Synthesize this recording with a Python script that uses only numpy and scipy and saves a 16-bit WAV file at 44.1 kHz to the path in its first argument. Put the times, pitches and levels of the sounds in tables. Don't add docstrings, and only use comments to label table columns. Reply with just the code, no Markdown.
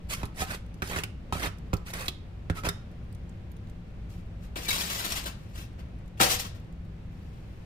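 import sys
import numpy as np
from scipy import signal
from scipy.fft import rfft, irfft, next_fast_len
from scipy.io import wavfile
from scipy.ndimage import uniform_filter1d

SR = 44100
rng = np.random.default_rng(int(sys.argv[2]) if len(sys.argv) > 2 else 0)


def output_pcm(signal):
    pcm = np.clip(np.atleast_2d(signal).T, -1, 1) * 32767
    wavfile.write(sys.argv[1], SR, np.round(pcm).astype(np.int16))


N = 337365

# (start [s], bite-in [s], length [s], grit level [dB], swell start to end [dB],
# pressure as plate body over grit [dB], contact resonance [Hz])
KNIFE_STROKES = [ (0.084, 0.019, .052, -34.5, 4, -9.5, 2420), (0.158, .012, 0.1, -59, -2, 9, 1200),
                 (0.343, 0.064, 0.075, -32.5, 6.5, -5, 1900), (0.436, 0.071, 0.11, -42, -4.5, 1.5, 1390),
                 (0.828, .008, 0.061, -45, 2, -5.5, 1450), (0.891, 0.0084, 0.1, -44, 4, 4.5, 1800),
                 (1.321, 0.0068, 0.085, -44.5, -4, 0.5, 1150), (1.387, .045, 0.078, -41.5, -4, 7.5, 1550),
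                 (1.849, 0.015, 0.055, -45.5, -1, -4.5, 1220), (1.927, 0.0071, .136, -45.5, 1, 2, 1500),
                 (2.536, 0.023, .054, -48.5, 5, 0, 1330), (2.625, 0.023, 0.04, -46, 7.5, 7.5, 1380)]
# (frequency [Hz], level [dB])
SCRAPE_SPECTRUM = [(150, -22), (250, -6.5), (550, -3), (1000, -5), (1400, -5.5), (2500, -9.5), (4400, -14),
                   (5300, -13.5), (7000, -15.5), (11500, -19.5), (15500, -23.5)]
# (frequency [Hz], level [dB], t60 [s])
PLATE_MODES = [(258, -4, 0.035), (400.6, -4, 0.098), (547, -13, 0.034), (763, -10, 0.084),
               (1307, -3, 0.084), (1810, -33, 0.011), (2490, -11, 0.045), (3360, -14, 0.04),
               (5700, -58, 0.0082)]
KNIFE_LIFT_DB_PER_S = 603


def knife():
    start_s, _, length_s, *_, stroke_hz = np.transpose(KNIFE_STROKES)
    contact_hz = np.interp(np.arange(N) / SR, start_s + length_s / 2, stroke_hz)
    gains = drag(KNIFE_STROKES, KNIFE_LIFT_DB_PER_S)
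    scrape, pressure = friction(
        gains, contact_hz, SCRAPE_SPECTRUM, slips_per_s=12000, size_db=2.5, judder_db=1.5,
        judder_per_s=190, grit_db=0.0, body_db=3.5, contact_db=-2.5, contact_width_hz=640)
    modes = ring(PLATE_MODES)
    modes = modes / np.linalg.norm(modes)
    sung = signal.oaconvolve(pressure * rng.standard_normal(N), modes)[:N]
    shake_spectrum = [(25, -7), (70, 0), (170, -9), (300, -14.5), (900, -41.5)]  # Hz, dB
    shake = unit(shape(rng.standard_normal(N), shake_spectrum))
    slow_pressure = uniform_filter1d(pressure, size=900)
    return scrape + amp(-8.5) * sung + amp(3) * shake * slow_pressure


# (time [s], level [dB], flexing thump [dB], bright tick [dB], crunch centre [Hz])
PLATE_TAPS = [(0.232, -24.5, -5, -33, 1070), (0.42, -21.5, -11.5, -10, 855),
              (0.821, -21.5, -10.5, -15, 1510), (0.826, -28, -17, -12, 1620), (0.962, -22, -9.5, -26, 1700),
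              (0.987, -22.5, -13, -18, 2500), (1.036, -24.5, -13, -1, 2800), (1.325, -18, -13.5, -22, 1110),
              (1.353, -29, -2.5, -21, 610), (1.468, -34, 0, -18, 1250), (1.485, -39, -9, -19, 1250),
              (1.732, -23, 1.5, -24, 1070), (1.737, -24, -27, -5, 960), (1.936, -30.5, -14, 4.5, 1700),
              (2.082, -18.5, -26, -6, 3580), (2.499, -23, 0, -20, 1600), (2.636, -29, -8, -17, 1430),
              (2.652, -25, -19, -4, 1550), (2.669, -21.5, -9, -20, 643), (2.688, -21, -17, 2.5, 1700)]
# (frequency [Hz], level [dB], t60 [s])
FLEX_MODES = [(60, -1, 0.086), (99.4, -1.5, 0.13), (166.3, -4.5, 0.1), (295, -9, 0.063), (524, -9, 0.034)]
# (frequency [Hz], level [dB])
TICK_SPECTRUM = [(500, -47), (2000, -2), (4500, 8), (10000, 1.5), (16000, -2)]
SQUARE_HZ, GLANCE_DB_PER_OCTAVE = 1500, 3.5
TAP_CRUSH_S = .008


def taps():
    out = np.zeros(N)
    for s, db, thump_db, tick_db, hz in PLATE_TAPS:
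        glance_db = GLANCE_DB_PER_OCTAVE * max(np.log2(hz / SQUARE_HZ), 0)
        add(out, s, amp(db - 5.5 - glance_db) * ring(PLATE_MODES, spread=0.059))
        add(out, s, amp(db + 18.5) * crunch(hz, decay_s=TAP_CRUSH_S))
        tick = burst(decay_s=0.0014)
        bite = np.minimum(np.arange(len(tick)) / (SR * 0.0018), 1)
        add(out, s, amp(db + tick_db + 20.0) * colour(tick * bite, TICK_SPECTRUM))
        add(out, s, -amp(db + thump_db + 10.0) * ring(FLEX_MODES, spread=0.019))
    return out


# (time [s], level [dB])
SMALL_TICKS = [(0.2548, -32), (0.663, -52.5), (0.7425, -47), (1.585, -49), (1.736, -28), (1.7683, -40.5),
               (2.9144, -55), (3.1264, -47.5), (3.149, -46.5), (3.294, -49), (3.5168, -44), (3.5668, -49.5),
               (3.672, -55), (3.6975, -49), (6.0784, -51), (6.5999, -53), (6.7256, -53.5)]
SNAPS_PER_S, SNAP_DB = 25, -52


def ticks():
    hits = rng.random(N) < SNAPS_PER_S / SR
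    snaps = rng.standard_normal(N) * hits * amp(SNAP_DB)
    out = colour(snaps, TICK_SPECTRUM)
    for s, db in SMALL_TICKS:
        add(out, s, amp(db + 14.0) * colour(burst(decay_s=0.00042), TICK_SPECTRUM))
    return out


# (centre time [s], mean pitch [Hz], length [s], level [dB])
BRIEF_SQUEAKS = [(0.428, 773, 0.034, -24), (2.085, 3550, 0.006, -28), (2.588, 1286, 0.032, -32),
                 (2.691, 3636, 0.013, -25.5), (2.688, 5290, 0.013, -30.5), (2.698, 1432, 0.03, -33),
                 (4.688, 3870, .014, -21), (4.69, 2315, 0.087, -35), (4.71, 2240, 0.022, -25),
                 (4.714, 3840, 0.013, -24)]


def squeaks(rows):
    out = np.zeros(N)
    for s, hz, length_s, db in rows:
        count = int(length_s * SR)
        jitter = unit(uniform_filter1d(rng.standard_normal(SR // 4), size=60))[:count]
        turns = np.cumsum(hz * (1 + 0.026 * jitter)) / SR
        add(out, s - length_s / 2, amp(db) * np.hanning(count) * np.sin(2 * np.pi * turns))
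    return out


# (start [s], bite-in [s], length [s],
# grit level [dB], swell start to end [dB], body over grit [dB])
FAR_RUBS = [ (4.085, 0.013, 0.11, -66, -10, -4), (4.39, 0.048, 0.059, -60, -5, -1),
            (4.556, 0.0017, 0.036, -43.5, -0.5, 0.5), (4.595, 0.023, 0.063, -46, 8, -8),
            (5.24, 0.02, 0.039, -40.5, -1, 0), (5.34, .04, 0.18, -70.5, 3, 3),
            (5.525, 0.035, 0.1, -52.5, 4, -2.5), (5.775, 0.016, 0.029, -67, -5.5, 16),
            (6.17, 0.0031, .028, -59.5, 1, 2), (6.197, 0.014, 0.09, -27.5, -22, -4.5),
            (6.275, 0.027, 0.063, -25.5, -3.5, -11.5), (6.384, 0.014, 0.026, -32, -8, -14.5),
            (6.432, 0.022, 0.021, -43, -4.5, 0), (6.54, .01, 0.011, -59.5, -0.5, 5),
            (7.06, 0.066, 0.58, -76, -0.5, 5)]
# (frequency [Hz], level [dB])
RASP_SPECTRUM = [(90, -14), (150, 4.5), (330, 2.5), (700, 2.5), (1100, 0.5), (2200, -7), (3700, -7.5),
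                 (6000, -10), (10000, -14.5), (12000, -12.5), (15500, -18.5)]
# (time [s], ring level [dB], crack level [dB], crack centre [Hz])
BIN_KNOCKS = [(4.562, -49, -5, 347), (6.201, -27, 5, 1570), (6.216, -29, -3.5, 2400),
              (6.225, -34, 0.5, 795)]
# (frequency [Hz], level [dB], t60 [s])
BIN_MODES = [(136.7, 0, 0.25), (338, -4.5, 0.24), (489, 2, 0.68), (571, 1.5, 0.32), (711, -3, 0.29),
             (758, 5, .35), (933, -3, 0.26), (1280, 7, .12), (1542, 3, 0.051)]
RUB_LIFT_DB_PER_S = 494
RASP_HZ, RASP_HZ_PER_DB = 3050, 16


def bin_sounds():
    gains = drag(FAR_RUBS, RUB_LIFT_DB_PER_S) + amp(.5) * pull()
    level_db = 20 * np.log10(gains[0] + 1e-5)
    contact_hz = RASP_HZ + RASP_HZ_PER_DB * (level_db - PULL_DB)
    out, _ = friction(
        gains, contact_hz, RASP_SPECTRUM, slips_per_s=14000, size_db=2.5, judder_db=1.4,
        judder_per_s=220, grit_db=2.5, body_db=4.5, contact_db=-3.5, contact_width_hz=830)
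    for s, ring_db, crack_db, hz in BIN_KNOCKS:
        add(out, s, amp(ring_db) * ring(BIN_MODES))
        add(out, s, amp(crack_db) * crunch(hz, decay_s=.004))
    return out


# (time [s], grit level [dB])
PULL_LEVEL = [(4.67, -50), (4.678, -49.5), (4.686, -32.5), (4.798, -36), (4.814, -31.5), (4.846, -39.5),
              (5.062, -36.5), (5.072, -43.5), (5.12, -34), (5.146, -41), (5.17, -35.5), (5.228, -52.5),
              (5.245, -44)]
PULL_DB, PULL_BODY_DB, BODY_SHARE = -34, -42, 0.72


def pull():
    s, db = np.transpose(PULL_LEVEL)
    grit_db = np.interp(np.arange(N) / SR, s, db, left=-200, right=-200)
    body_db = PULL_BODY_DB + BODY_SHARE * (grit_db - PULL_DB)
    return amp([grit_db, body_db])


# (frequency [Hz], level [dB])
RUMBLE_SPECTRUM = [(15, -5), (30, -5), (58, 1.5), (82, -4), (103, 0.5), (130, -9.5), (172, -5),
                   (210, -13.5), (280, -29), (500, -65)]
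# (frequency [Hz], level [dB])
AIR_SPECTRUM = [(140, -18), (230, 0), (300, -6.5), (345, -4), (377, -9.5), (441, -9), (565, -10.5),
                (789, -16.5), (1080, -19), (2350, -22.5), (2570, -23), (15500, -52.5)]
# (frequency [Hz], likeness [0-1])
EAR_LIKENESS = [(60, 1), (200, 0.9), (500, 0.44), (1200, 0), (15000, .05)]
# (mean frequency [Hz], rms level [dB])
HUM_TONES = [(58, -51.5), (174, -56), (768, -75.5)]
RUMBLE_DB, AIR_DB, HUM_WANDER_HZ = -41.0, -53.0, 2.484


def background():
    hz = np.fft.rfftfreq(N, 1 / SR)
    likeness = np.clip(read(EAR_LIKENESS, hz), 0, 1)
    mid, side = rfft(rng.standard_normal((2, N))) * np.sqrt([1 + likeness, 1 - likeness])
    ears = np.array([mid + side, mid - side])
    rumble = amp(RUMBLE_DB) * unit(irfft(ears * amp(read(RUMBLE_SPECTRUM, hz)), N))
    air = amp(AIR_DB) * unit(irfft(1j * ears * amp(read(AIR_SPECTRUM, hz)), N))
    hum = np.zeros(N)
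    for tone_hz, db in HUM_TONES:
        turns = np.cumsum(tone_hz + HUM_WANDER_HZ * wander(per_s=9)) / SR
        hum += amp(db) * np.sqrt(2) * np.sin(2 * np.pi * turns)
    return (rumble + air) * amp(.5 * wander(per_s=6)) + hum


BITE_DB = 27


def drag(rows, lift_db_per_s):
    grit, body = np.zeros((2, N))
    for s, bite_s, length_s, db, swell_db, pressure_db, *_ in rows:
        t = np.arange(0, length_s + .5, 1 / SR)
        held_db = db + swell_db * (np.minimum(t / length_s, 1) - .5)
        bite_db = BITE_DB * np.maximum(1 - t / bite_s, 0)
        lift_db = lift_db_per_s * np.maximum(t - length_s, 0)
        level_db = held_db - bite_db - lift_db
        add(grit, s, amp(level_db))
        add(body, s, amp(level_db + pressure_db))
    return np.array([grit, body])


def friction(gains, contact_hz, spectrum, slips_per_s, size_db, judder_db, judder_per_s,
             grit_db, body_db, contact_db, contact_width_hz):
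    grit, body = uniform_filter1d(gains, size=90)
    hits = rng.random(N) < slips_per_s / SR
    sizes = amp(size_db * np.minimum(rng.exponential(1, N), 4))
    slips = rng.standard_normal(N) * hits * sizes
    judder = wander(judder_per_s) + 0.7 * wander(judder_per_s / 4)
    slips = slips * amp(judder_db * judder)
    sound = colour(slips, spectrum)
    high = unit(band(sound, 2520, "high"))
    low = unit(band(sound, 2180, "low"))
    shifted = np.roll(slips, SR)
    contact = unit(resonate(shifted, contact_hz, contact_width_hz))
    pressed = amp(contact_db) * contact - amp(body_db) * low
    return amp(grit_db) * high * grit + pressed * body, body


def resonate(x, hz, width_hz):
    turn = np.exp(2j * np.pi * np.cumsum(hz) / SR)
    r = np.exp(-np.pi * width_hz / SR)
    return 2 * (turn * signal.lfilter([1 - r], [1, -r], x / turn + 1e-18)).real


def ring(modes, spread=0.):
    t = np.arange(SR // 2) / SR
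    out = np.zeros(len(t))
    for k, (hz, db, t60_s) in enumerate(modes):
        mode_hz = hz * (1 + spread * rng.standard_normal())
        decay = amp(db - 60 * t / max(t60_s, .003))
        out += (-1) ** k * decay * np.sin(2 * np.pi * mode_hz * t)
    return out


# (multiple of the centre [ratio], level [dB])
CRUNCH_SPECTRUM = [(.1, -2.5), (.3, -4), (.55, -5), (1, 8), (1.3, -2.5), (1.8, -9.5), (4, -15), (14, -33.5)]


def crunch(hz, decay_s):
    force = .55 * burst(decay_s)
    force[0] += .8
    return colour(force, [(hz * multiple, db) for multiple, db in CRUNCH_SPECTRUM])


def burst(decay_s):
    t = np.arange(SR // 8) / SR
    x = rng.standard_normal(len(t)) * np.exp(-t / decay_s)
    return x / np.linalg.norm(x)


def wander(per_s):
    knots = rng.standard_normal(N // 20)
    return unit(np.interp(np.arange(N) * per_s / SR, np.arange(len(knots)), knots))


def amp(db):
    return 10 ** (np.asarray(db) / 20)


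def unit(x):
    return x / np.sqrt(np.mean(x ** 2) + 1e-20)


def read(points, hz):
    f, value = np.transpose(points)
    return np.interp(np.log(hz + 1), np.log(f + 1), value)


def add(mix, s, sound):
    part = mix[max(round(s * SR), 0):][:len(sound)]
    part += sound[:len(part)]


def colour(x, points):
    size = 4096
    level_db = np.maximum(read(points, abs(np.fft.fftfreq(size, 1 / SR))), -100)
    log_gain = np.log(amp(level_db))
    impulse = np.fft.ifft(np.exp(np.conj(signal.hilbert(log_gain)))).real[:size // 2]
    return signal.oaconvolve(x, impulse / np.linalg.norm(impulse))[:len(x)]


def shape(x, points):
    size = next_fast_len(len(x) + SR // 10)
    gain = amp(read(points, np.fft.rfftfreq(size, 1 / SR)))
    return irfft(rfft(x, size) * gain, size)[:len(x)]


def band(x, hz, kind):
    return signal.sosfilt(signal.butter(2, hz, kind, fs=SR, output="sos"), x)


# (frequency [Hz], t60 [s])
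ROOM_T60 = [(150, 0.14), (1000, 0.33), (4000, 0.39), (9000, 0.29), (15000, 0.14)]


def room_tail():
    hz, t, z = signal.stft(rng.standard_normal(SR // 2), SR, nperseg=256)
    decay = amp(-60 * t / read(ROOM_T60, hz)[:, None])
    tail = signal.istft(z * decay, SR, nperseg=256)[1]
    tail[:SR // 150] = 0
    return tail / np.linalg.norm(tail)


def place(x, lags, side, scatter_db, scatter_s, room_db, count=6):
    shares = np.array([wander(per_s=110) for _ in range(count)])
    feeds = x * shares / np.linalg.norm(shares, axis=0)
    total = np.sqrt(1 + amp(scatter_db) ** 2 + amp(room_db) ** 2)
    ears = []
    for lag, sign in zip(lags, (1, -1)):
        scatter = np.zeros(N)
        for feed in feeds:
            echo = band(burst(scatter_s)[:SR // 40], 1670, "high")
            scatter += signal.oaconvolve(feed, echo)[:N]
        room = signal.oaconvolve(x, room_tail())[:N]
        heard = (np.roll(x, lag) + amp(scatter_db) * scatter + amp(room_db) * room) / total
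        ears.append(shape(heard, [(f, sign * db / 2) for f, db in side]))
    return np.array(ears)


# (frequency [Hz], level [dB])
NEAR_TILT = [(100, -4.5), (600, -5), (1500, -1.5), (4000, -4), (7500, 0.5), (10500, -10.5), (14500, -2.5)]
# (frequency [Hz], level [dB])
FAR_TILT = [(100, 0), (700, 3), (3500, 4.5), (7000, 2.5), (10500, 1), (14500, 7.5)]
MOVE_S = 3.5


def scene():
    near_squeaks = squeaks([row for row in BRIEF_SQUEAKS if row[0] < MOVE_S])
    far_squeaks = squeaks([row for row in BRIEF_SQUEAKS if row[0] >= MOVE_S])
    near = knife() + taps() + ticks() + near_squeaks
    far = bin_sounds() + far_squeaks
    right_first, left_first = (10, 0), (0, 18)
    return (place(near, right_first, NEAR_TILT, scatter_db=4.0, scatter_s=0.0047, room_db=-11.5)
            + place(far, left_first, FAR_TILT, scatter_db=3.5, scatter_s=0.0061, room_db=-5.5)
            + background() * amp([[.4], [-.4]]))


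EDGE_HZ = 15650


def record(dry):
    lowpass = signal.firwin(511, EDGE_HZ, window=("kaiser", 9), fs=SR)
    return signal.oaconvolve(dry, lowpass[None], "same")


dry = scene()
out = record(dry)
output_pcm(out)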